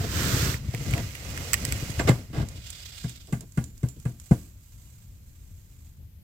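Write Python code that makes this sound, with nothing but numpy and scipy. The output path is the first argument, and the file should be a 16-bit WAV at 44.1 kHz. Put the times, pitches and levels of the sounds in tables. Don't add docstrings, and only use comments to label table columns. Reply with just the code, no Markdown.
import sys
import numpy as np
from scipy import signal
from scipy.fft import rfft, irfft, next_fast_len
from scipy.io import wavfile
from scipy.ndimage import map_coordinates

SR = 44100
rng = np.random.default_rng(int(sys.argv[2]) if len(sys.argv) > 2 else 0)


def materialize(psi):
    bounded = np.clip(np.atleast_2d(psi).T, -1, 1)
    quanta = np.round(bounded * 32767).astype(np.int16)
    wavfile.write(sys.argv[1], SR, quanta)


N = 274728
T = np.arange(SR // 3) / SR


def amp(db):
    return 10 ** (np.asarray(db) / 20)


def unit(pair):
    return pair / np.sqrt(np.mean(pair.mean(0) ** 2) + 1e-20)


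def match_energy(pair, envelope):
    return unit(pair) * np.sqrt(np.mean(envelope ** 2))


def along(points, hz):
    freqs, values = np.transpose(points)
    return np.interp(np.log(hz + 1), np.log(freqs), values)


def wobble(rate, size=N):
    knots = rng.standard_normal(int(size * rate / SR) + 4)
    return map_coordinates(knots, [np.arange(size) * rate / SR])


def add(track, start, sound):
    part = track[:, max(round(start * SR), 0):][:, :sound.shape[-1]]
    part += sound[..., :part.shape[1]]


def filtered(x, response):
    n = x.shape[-1]
    padded = next_fast_len(n + SR // 4)
    return irfft(rfft(x, padded) * response(np.fft.rfftfreq(padded, 1 / SR)), padded)[..., :n]


def colour(x, points, size=4096):
    cepstrum = irfft(np.log(amp(along(points, np.fft.rfftfreq(size, 1 / SR)))))
    cepstrum[1:size // 2] *= 2
    cepstrum[size // 2 + 1:] = 0
    impulse = irfft(np.exp(rfft(cepstrum)))
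    return signal.fftconvolve(x, impulse[None], axes=1)[:, :x.shape[1]]


def resonances(modes, hz, damping=1):
    return sum((-1) ** k * amp(db) * 1j * hz * width / (centre ** 2 - hz ** 2 + 1j * hz * width * damping)
               for k, (centre, width, db) in enumerate(modes))


# frequency in Hz, left-right likeness (1 is mono).
LIKENESS = [(40, 0.92), (70, 0.96), (130, 0.96), (300, 0.96), (700, 0.5), (1600, 0), (16000, 0)]
def spread(pair):
    angle = lambda hz: np.arccos(np.clip(along(LIKENESS, hz), -1, 1)) / 2
    mid, side = filtered(pair, lambda hz: np.array([np.ones_like(hz), np.tan(angle(hz))]))
    return np.array([mid + side, mid - side])


def rush(points, grain_db=0, grain_rate=100):
    noise = rng.standard_normal((2, N)) * amp(grain_db * wobble(grain_rate))
    return unit(filtered(spread(noise), lambda hz: amp(along(points, hz))))


def strokes(rows, shape=2.08, share=1, edge_db=6):
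    middle, length, *levels = np.transpose(rows)[..., None]
    fade_db = -edge_db * np.abs((np.arange(N) / SR - middle) / (share * length / 2)) ** shape
    return [np.linalg.norm(amp(db + fade_db), axis=0) for db in levels]


def tick(points, t60, tail_db, tail_t60):
    envelope = amp(-60 * T / t60) + amp(tail_db - 60 * T / tail_t60)
    return match_energy(colour(envelope * rng.standard_normal((2, len(T))), points), envelope)


def walls(pair, wall_db=-11, reach_s=0.01, count=7):
    echoes = np.zeros((2, len(T)))
    echoes[:, 0] = 1
    for delays in rng.uniform(0.0011, reach_s, (count, 2)):
        echoes[[0, 1], np.round(delays * SR).astype(int)] += amp(wall_db) * rng.choice([-1, 1], 2)
    return signal.fftconvolve(pair, echoes / np.linalg.norm(echoes[0]), axes=1)[:, :N]


# frequency in Hz, relative level in dB.
RUMBLE_EQ = [(12, -65), (20, -17), (38, -10.5), (61, -4.5), (97, -6.5), (142, -16), (240, -28),
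             (268, -30.5), (300, -32), (399, -41.5), (541, -42), (900, -54.5), (1170, -77.5), (1980, -120)]
HISS_EQ = [(410, -43), (700, -9.5), (1280, -7.5), (1380, -7.5), (1520, -6.5), (1800, -7.5), (2130, -5.5),
           (9350, -11), (14400, 0.5), (16000, -17)]
def cabin(rumble_db=-48, hiss_db=-68):
    return amp(rumble_db) * rush(RUMBLE_EQ, grain_db=1.5, grain_rate=14) + amp(hiss_db) * rush(HISS_EQ)


# middle in seconds, length in seconds, level in dB.
BRUSHES = [(4.24, .1, -58), (4.38, .24, -59.5), (4.85, 0.53, -60.5), (5.35, 0.26, -65.5),
           (5.62, 0.62, -65.5), (5.85, 0.1, -64.5)]
# delay in seconds, length in seconds, level in dB.
TAP_BRUSH = (0.0148, 0.2, -59.5)
# frequency in Hz, relative level in dB.
BRUSH_EQ = [(1500, -16), (3000, -15.5), (5800, -13.5), (7000, -6.5), (8000, -7), (9200, -19),
            (13000, -13.5), (16000, -18.5)]
def brushes():
    delay, length, db = TAP_BRUSH
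    rows = BRUSHES + [(tap[0] + delay, length, db) for tap in TAPS]
    return strokes(rows)[0] * rush(BRUSH_EQ, grain_db=2.5, grain_rate=210)


# middle in seconds, length in seconds, level in dB.
SLIDES = [(2.71, 0.31, -48), (3.0, 0.34, -47.5)]
# frequency in Hz, relative level in dB.
SLIDE_EQ = [(400, -10.5), (700, -11.5), (1000, -19.5), (1400, -10), (2400, -6.5), (3200, -2.5), (3550, 0),
            (4100, -4.5), (5000, -2), (5900, -8), (7600, -4), (10300, -20.5), (14500, -13.5),
            (16000, -24.5)]
def slides():
    return strokes(SLIDES)[0] * rush(SLIDE_EQ, grain_db=3.0, grain_rate=130)


# middle and length in seconds, then swish, crumple and handling in dB.
SHIFTS = [(.64, 0.28, -55.5, -58, -37), (.93, 0.36, -42.5, -50, -28.5), (1.38, 0.43, -43.5, -47, -36),
          (1.73, 0.57, -41.5, -47, -35), (2.08, 0.25, -49.5, -43.5, -30.5), (2.46, 0.32, -56, -56.5, -37.5)]
# frequency in Hz, relative level in dB.
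SWISH_EQ = [(710, -27.5), (1200, -8), (1720, -7), (2000, -1), (2380, -5), (2590, -3.5), (3740, -7),
            (5300, -6), (6100, -7), (7660, -6), (9410, -16.5), (14500, -13.5), (16000, -21)]
CRUMPLE_EQ = [(150, -30.5), (280, -3), (550, 1.5), (900, -8.5), (1500, -11.5), (3000, -35)]
FOLD_SHARE = 0.79
def clothes():
    swish = strokes(SHIFTS)[0] * rush(SWISH_EQ, grain_db=2.0, grain_rate=530)
    crumple = strokes(SHIFTS, share=FOLD_SHARE)[1] * rush(CRUMPLE_EQ, grain_db=2.0, grain_rate=200)
    return swish, crumple


# middle and length in seconds, then cloth and handling in dB.
SWEEPS = [(0.03, .2, -40.5, -30), (.33, .41, -30.5, -27)]
# frequency in Hz, relative level in dB.
SWEEP_EQ = [(150, -32), (250, -1.5), (468, -5), (788, -15.5), (1060, -11.5), (1180, -11), (1450, -7.5),
            (2360, -12.5), (5250, -12), (7980, -13.5), (10200, -26), (12100, -18.5), (14700, -18.5),
            (16000, -24)]
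SWEEP_SHAPE = 5.3
def sleeve():
    return strokes(SWEEPS, SWEEP_SHAPE)[0] * rush(SWEEP_EQ, grain_db=0.55, grain_rate=580)


# frequency in Hz, relative level in dB.
HANDLING_EQ = [(20, -21.5), (45, -10.5), (70, -0.5), (115, -3), (170, -11), (280, -18.5), (500, -38),
               (1000, -76.5)]
def handling():
    jostle = np.hypot(strokes(SWEEPS, SWEEP_SHAPE)[1], strokes(SHIFTS, share=FOLD_SHARE)[2])
    return jostle * rush(HANDLING_EQ, grain_db=2.0, grain_rate=30)


# start in seconds, level in dB, pitch in Hz, 60 dB decay in seconds.
PINGS = [(2.006, -33, 7400, 0.093), (2.095, -34, 7400, 0.094), (3.642, -50.5, 7160, 0.35),
         (3.888, -44.5, 7220, 0.21)]
def pings(upper_ratio=1.0786, upper_db=-6):
    out = np.zeros((2, N))
    for start, db, hz, t60 in PINGS:
        phase = rng.uniform(-1.1, 1, (2, 1))
        fade = amp(-60 * T / t60)
        lower = np.sin(2 * np.pi * hz * T + phase)
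        upper = amp(upper_db) * fade * np.sin(2 * np.pi * hz * upper_ratio * T - phase)
        add(out, start, amp(db) * fade * (lower + upper))
    return out


# start in seconds, level in dB.
PEELS = [(1.903, -36.5), (2.487, -39.5), (2.7031, -34), (3.0945, -39), (3.4077, -39.5), (3.6404, -39.5),
         (3.8869, -42.5), (4.199, -41)]
# frequency in Hz, relative level in dB.
SKIN_EQ = [(1000, -18.5), (3500, -10.5), (5800, -7), (7300, 1), (8100, -1), (9200, -7), (13000, -14),
           (16000, -15.5)]
def peels(lift_s=0.053, lift_db=-49.5):
    out = np.zeros((2, N))
    for start, db in PEELS + [(tap[0] - lift_s, lift_db) for tap in TAPS]:
        add(out, start, amp(db) * tick(SKIN_EQ, t60=.018, tail_db=-14, tail_t60=.12))
    return out


# start in seconds, high partial in dB, low partial in dB.
SNAPS = [(0.5425, -39, -31), (0.7474, -32.5, -30), (0.9093, -33.5, -40), (0.937, -38, -26.5),
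         (0.9785, -33, -31.5), (1.152, -37.5, -35), (1.376, -39, -32.5), (1.5332, -10, -19.5),
         (1.5405, -15, -18.5), (1.6512, -23, -30), (1.723, -20.5, -27.5)]
# frequency in Hz, relative level in dB.
SNAP_HIGH_EQ = [(2500, -48), (4000, -11), (5200, -4.5), (7200, -9), (7950, 5.5), (8700, -17.5),
                (12500, -13.5), (16000, -9.5)]
SNAP_LOW_EQ = [(500, -31), (1200, -15), (1650, -12), (1940, -2), (2200, -6), (2800, -7.5), (4000, -22),
               (8000, -25.5)]
def snaps():
    out = np.zeros((2, N))
    for start, high_db, low_db in SNAPS:
        high = tick(SNAP_HIGH_EQ, t60=.009, tail_db=-16, tail_t60=.05)
        low = tick(SNAP_LOW_EQ, t60=.018, tail_db=-17, tail_t60=.07)
        add(out, start, amp(high_db) * high + amp(low_db) * low)
    return out


# frequency in Hz, width in Hz, relative level in dB.
TRIM_MODES = [(303.5, 56, 3.5), (470, 40, 1.5), (541, 37, -3), (682.4, 45.5, 0.5), (819, 60, -5.5),
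              (964, 52, -6.5), (1157, 117, -7), (1432, 49, -5), (1603, 100, -3), (2093, 97, -2.5),
              (2475, 247, -9), (3064, 590, -12)]
def trim_ring(force, envelope, bright_hz):
    response = lambda hz: resonances(TRIM_MODES, hz) / (1 + 1j * hz / bright_hz) ** 2
    return match_energy(filtered(spread(force * envelope), response), envelope)


# frequency in Hz, width in Hz, relative level in dB.
PANEL_MODES = [(72, 22, -7), (122.7, 17.8, 5.5), (162.4, 51.7, 2.5), (230, 29.5, 0), (301, 150, -12.5),
               (450, 60, -39)]
def thud(firm_hz, damping, bend_db, highpass_hz=45, skin_hz=700):
    modes = [(hz, width, db + bend_db * (k == 1)) for k, (hz, width, db) in enumerate(PANEL_MODES)]
    mic_highpass = lambda hz: 1j * hz / (highpass_hz + 1j * hz)
    flesh = lambda hz: 1 / ((1 + 1j * hz / firm_hz) ** 2 * (1 + 1j * hz / skin_hz))
    response = lambda hz: resonances(modes, hz, damping) * mic_highpass(hz) * flesh(hz)
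    ring = filtered(signal.unit_impulse(len(T)), response)
    return ring / np.max(np.abs(ring))


# start in seconds, length in seconds, rattle in dB, brightness in Hz, groan in dB.
SCRAPES = [(0.003, 0.0048, -36.5, 800, -46), (0.033, 0.008, -32, 1000, -34),
           (0.734, 0.0057, -36, 890, -42.5), (0.802, 0.0086, -42, 700, -39),
           (0.855, 0.015, -41.5, 920, -35.5), (0.911, 0.084, -37, 1160, -45.5),
           (1.988, 0.016, -25.5, 2000, -29), (2.07, 0.022, -20, 1490, -25),
           (2.325, 0.1, -36.5, 1320, -26.5), (3.273, 0.024, -53, 500, -49),
           (3.406, 0.024, -53.5, 700, -44.5), (3.962, 0.002, -53, 450, -41)]
# frequency in Hz, relative level in dB.
GRIT_EQ = [(200, -56.5), (1200, -16.5), (2800, 1), (5000, -2), (6500, -6.5), (7700, -3.5), (9500, -15.5),
           (14000, -12.5), (16000, -17.5)]
def scrapes(slip_db=2.5, slip_rate=800, groan_hz=90, grit_db=-11.5, t60=0.094, rise_share=0.13):
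    out = np.zeros((2, N))
    panel = lambda hz: resonances(PANEL_MODES, hz) / (1 + 1j * hz / groan_hz) ** 2
    for start, length, db, bright_hz, groan_db in SCRAPES:
        envelope = amp(-60 * np.maximum(T - length, 0) / t60)
        envelope *= 1 - np.exp(-T / (rise_share * length))
        slips = amp(slip_db * wobble(slip_rate, len(T))) * rng.standard_normal((2, len(T)))
        groan = filtered(spread(slips * envelope), panel)
        grit = colour(slips * envelope, GRIT_EQ)
        add(out, start, amp(db) * trim_ring(slips, envelope, bright_hz))
        add(out, start, amp(groan_db) * match_energy(groan, envelope))
        add(out, start, amp(db + grit_db) * match_energy(grit, envelope))
    return out


# start in seconds, level in dB, firmness in Hz.
BUMPS = [(0.003, -23.5, 103), (0.24, -21, 150), (0.334, -17.5, 200), (0.486, -22, 150), (0.542, -24, 130),
         (0.684, -20, 110), (0.741, -23, 298), (0.805, -24, 200), (0.934, -13.5, 108.5), (1.040, -27, 110),
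         (1.640, -23, 350), (1.681, -23.5, 351), (1.826, -22, 400), (1.896, -23, 400), (2.05, -20.5, 200),
         (2.302, -31, 294)]
def bumps():
    out = np.zeros((2, N))
    for start, db, firm_hz in BUMPS:
        add(out, start, amp(db) * thud(firm_hz, damping=3.0, bend_db=5.0))
    return out


# frequency in Hz, relative level in dB.
BOOM_EQ = [(25, -37.5), (60, -4), (130, -5), (190, -3.5), (280, -11), (450, -24.5), (800, -41.5)]
def boom(t60=0.43, rise_s=0.0087):
    envelope = amp(-60 * T / t60) * (1 - np.exp(-T / rise_s))
    burst = spread(envelope * rng.standard_normal((2, len(T))))
    return match_energy(colour(burst, BOOM_EQ), envelope)


# start in seconds, thud level in dB,
# firmness in Hz, damping factor, boost of the lowest bending mode in dB, knock brightness in Hz.
TAPS = [(2.09, -5.5, 340, 0.72, 6.5, 2380), (3.04, -19.5, 170, 0.5, 1, 2570),
        (3.325, -14.5, 300, 0.64, -0.5, 3050), (3.574, -12, 200, 0.67, -0.5, 2000),
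        (3.831, -13.5, 163, 0.75, 4, 1040), (4.053, -16, 141, 0.7, 3.5, 1780),
        (4.311, -3.5, 312, 1.26, -2, 760)]
def taps(knock_t60=0.11, cabin_db=-26, cabin_t60=0.44, boom_db=-26):
    out = np.zeros((2, N))
    envelope = amp(-60 * T / knock_t60) + amp(cabin_db - 60 * T / cabin_t60)
    for start, db, firm_hz, damping, bend_db, bright_hz in TAPS:
        knock_db = db - 22 + np.log2(firm_hz / 200)
        scuff_db = knock_db - 11 + 6.5 * np.log2(bright_hz / 2000)
        add(out, start, amp(scuff_db) * tick(SKIN_EQ, t60=.03, tail_db=-6, tail_t60=.25))
        add(out, start, amp(knock_db) * trim_ring(rng.standard_normal((2, len(T))), envelope, bright_hz))
        add(out, start, amp(db) * (thud(firm_hz, damping, bend_db) + amp(boom_db) * boom() / damping))
    return out


# frequency in Hz, left minus right in dB.
BALANCE = [(120, 2.5), (400, -1.6), (1000, 1.5), (2000, -7), (4500, -7.5), (7700, -13), (11000, -3),
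           (15000, -8)]
def ports(hz):
    gains = amp(np.outer([.5, -.5], along(BALANCE, hz)))
    return gains / np.sqrt(np.mean(gains ** 2, axis=0))


def scene():
    near = taps() + handling() + bumps() + scrapes() + snaps() + peels() + pings() + sleeve()
    swish, crumple = clothes()
    near += crumple + walls(swish + slides() + brushes())
    return filtered(near, ports) + cabin() * amp([[.7], [-.7]])


def record(dry, ceiling=0.85, top_hz=15900):
    rounded = dry / (1 + np.abs(dry / ceiling) ** 8) ** (1 / 8)
    return filtered(rounded, lambda hz: hz < top_hz)


dry = scene()
out = record(dry)
materialize(out)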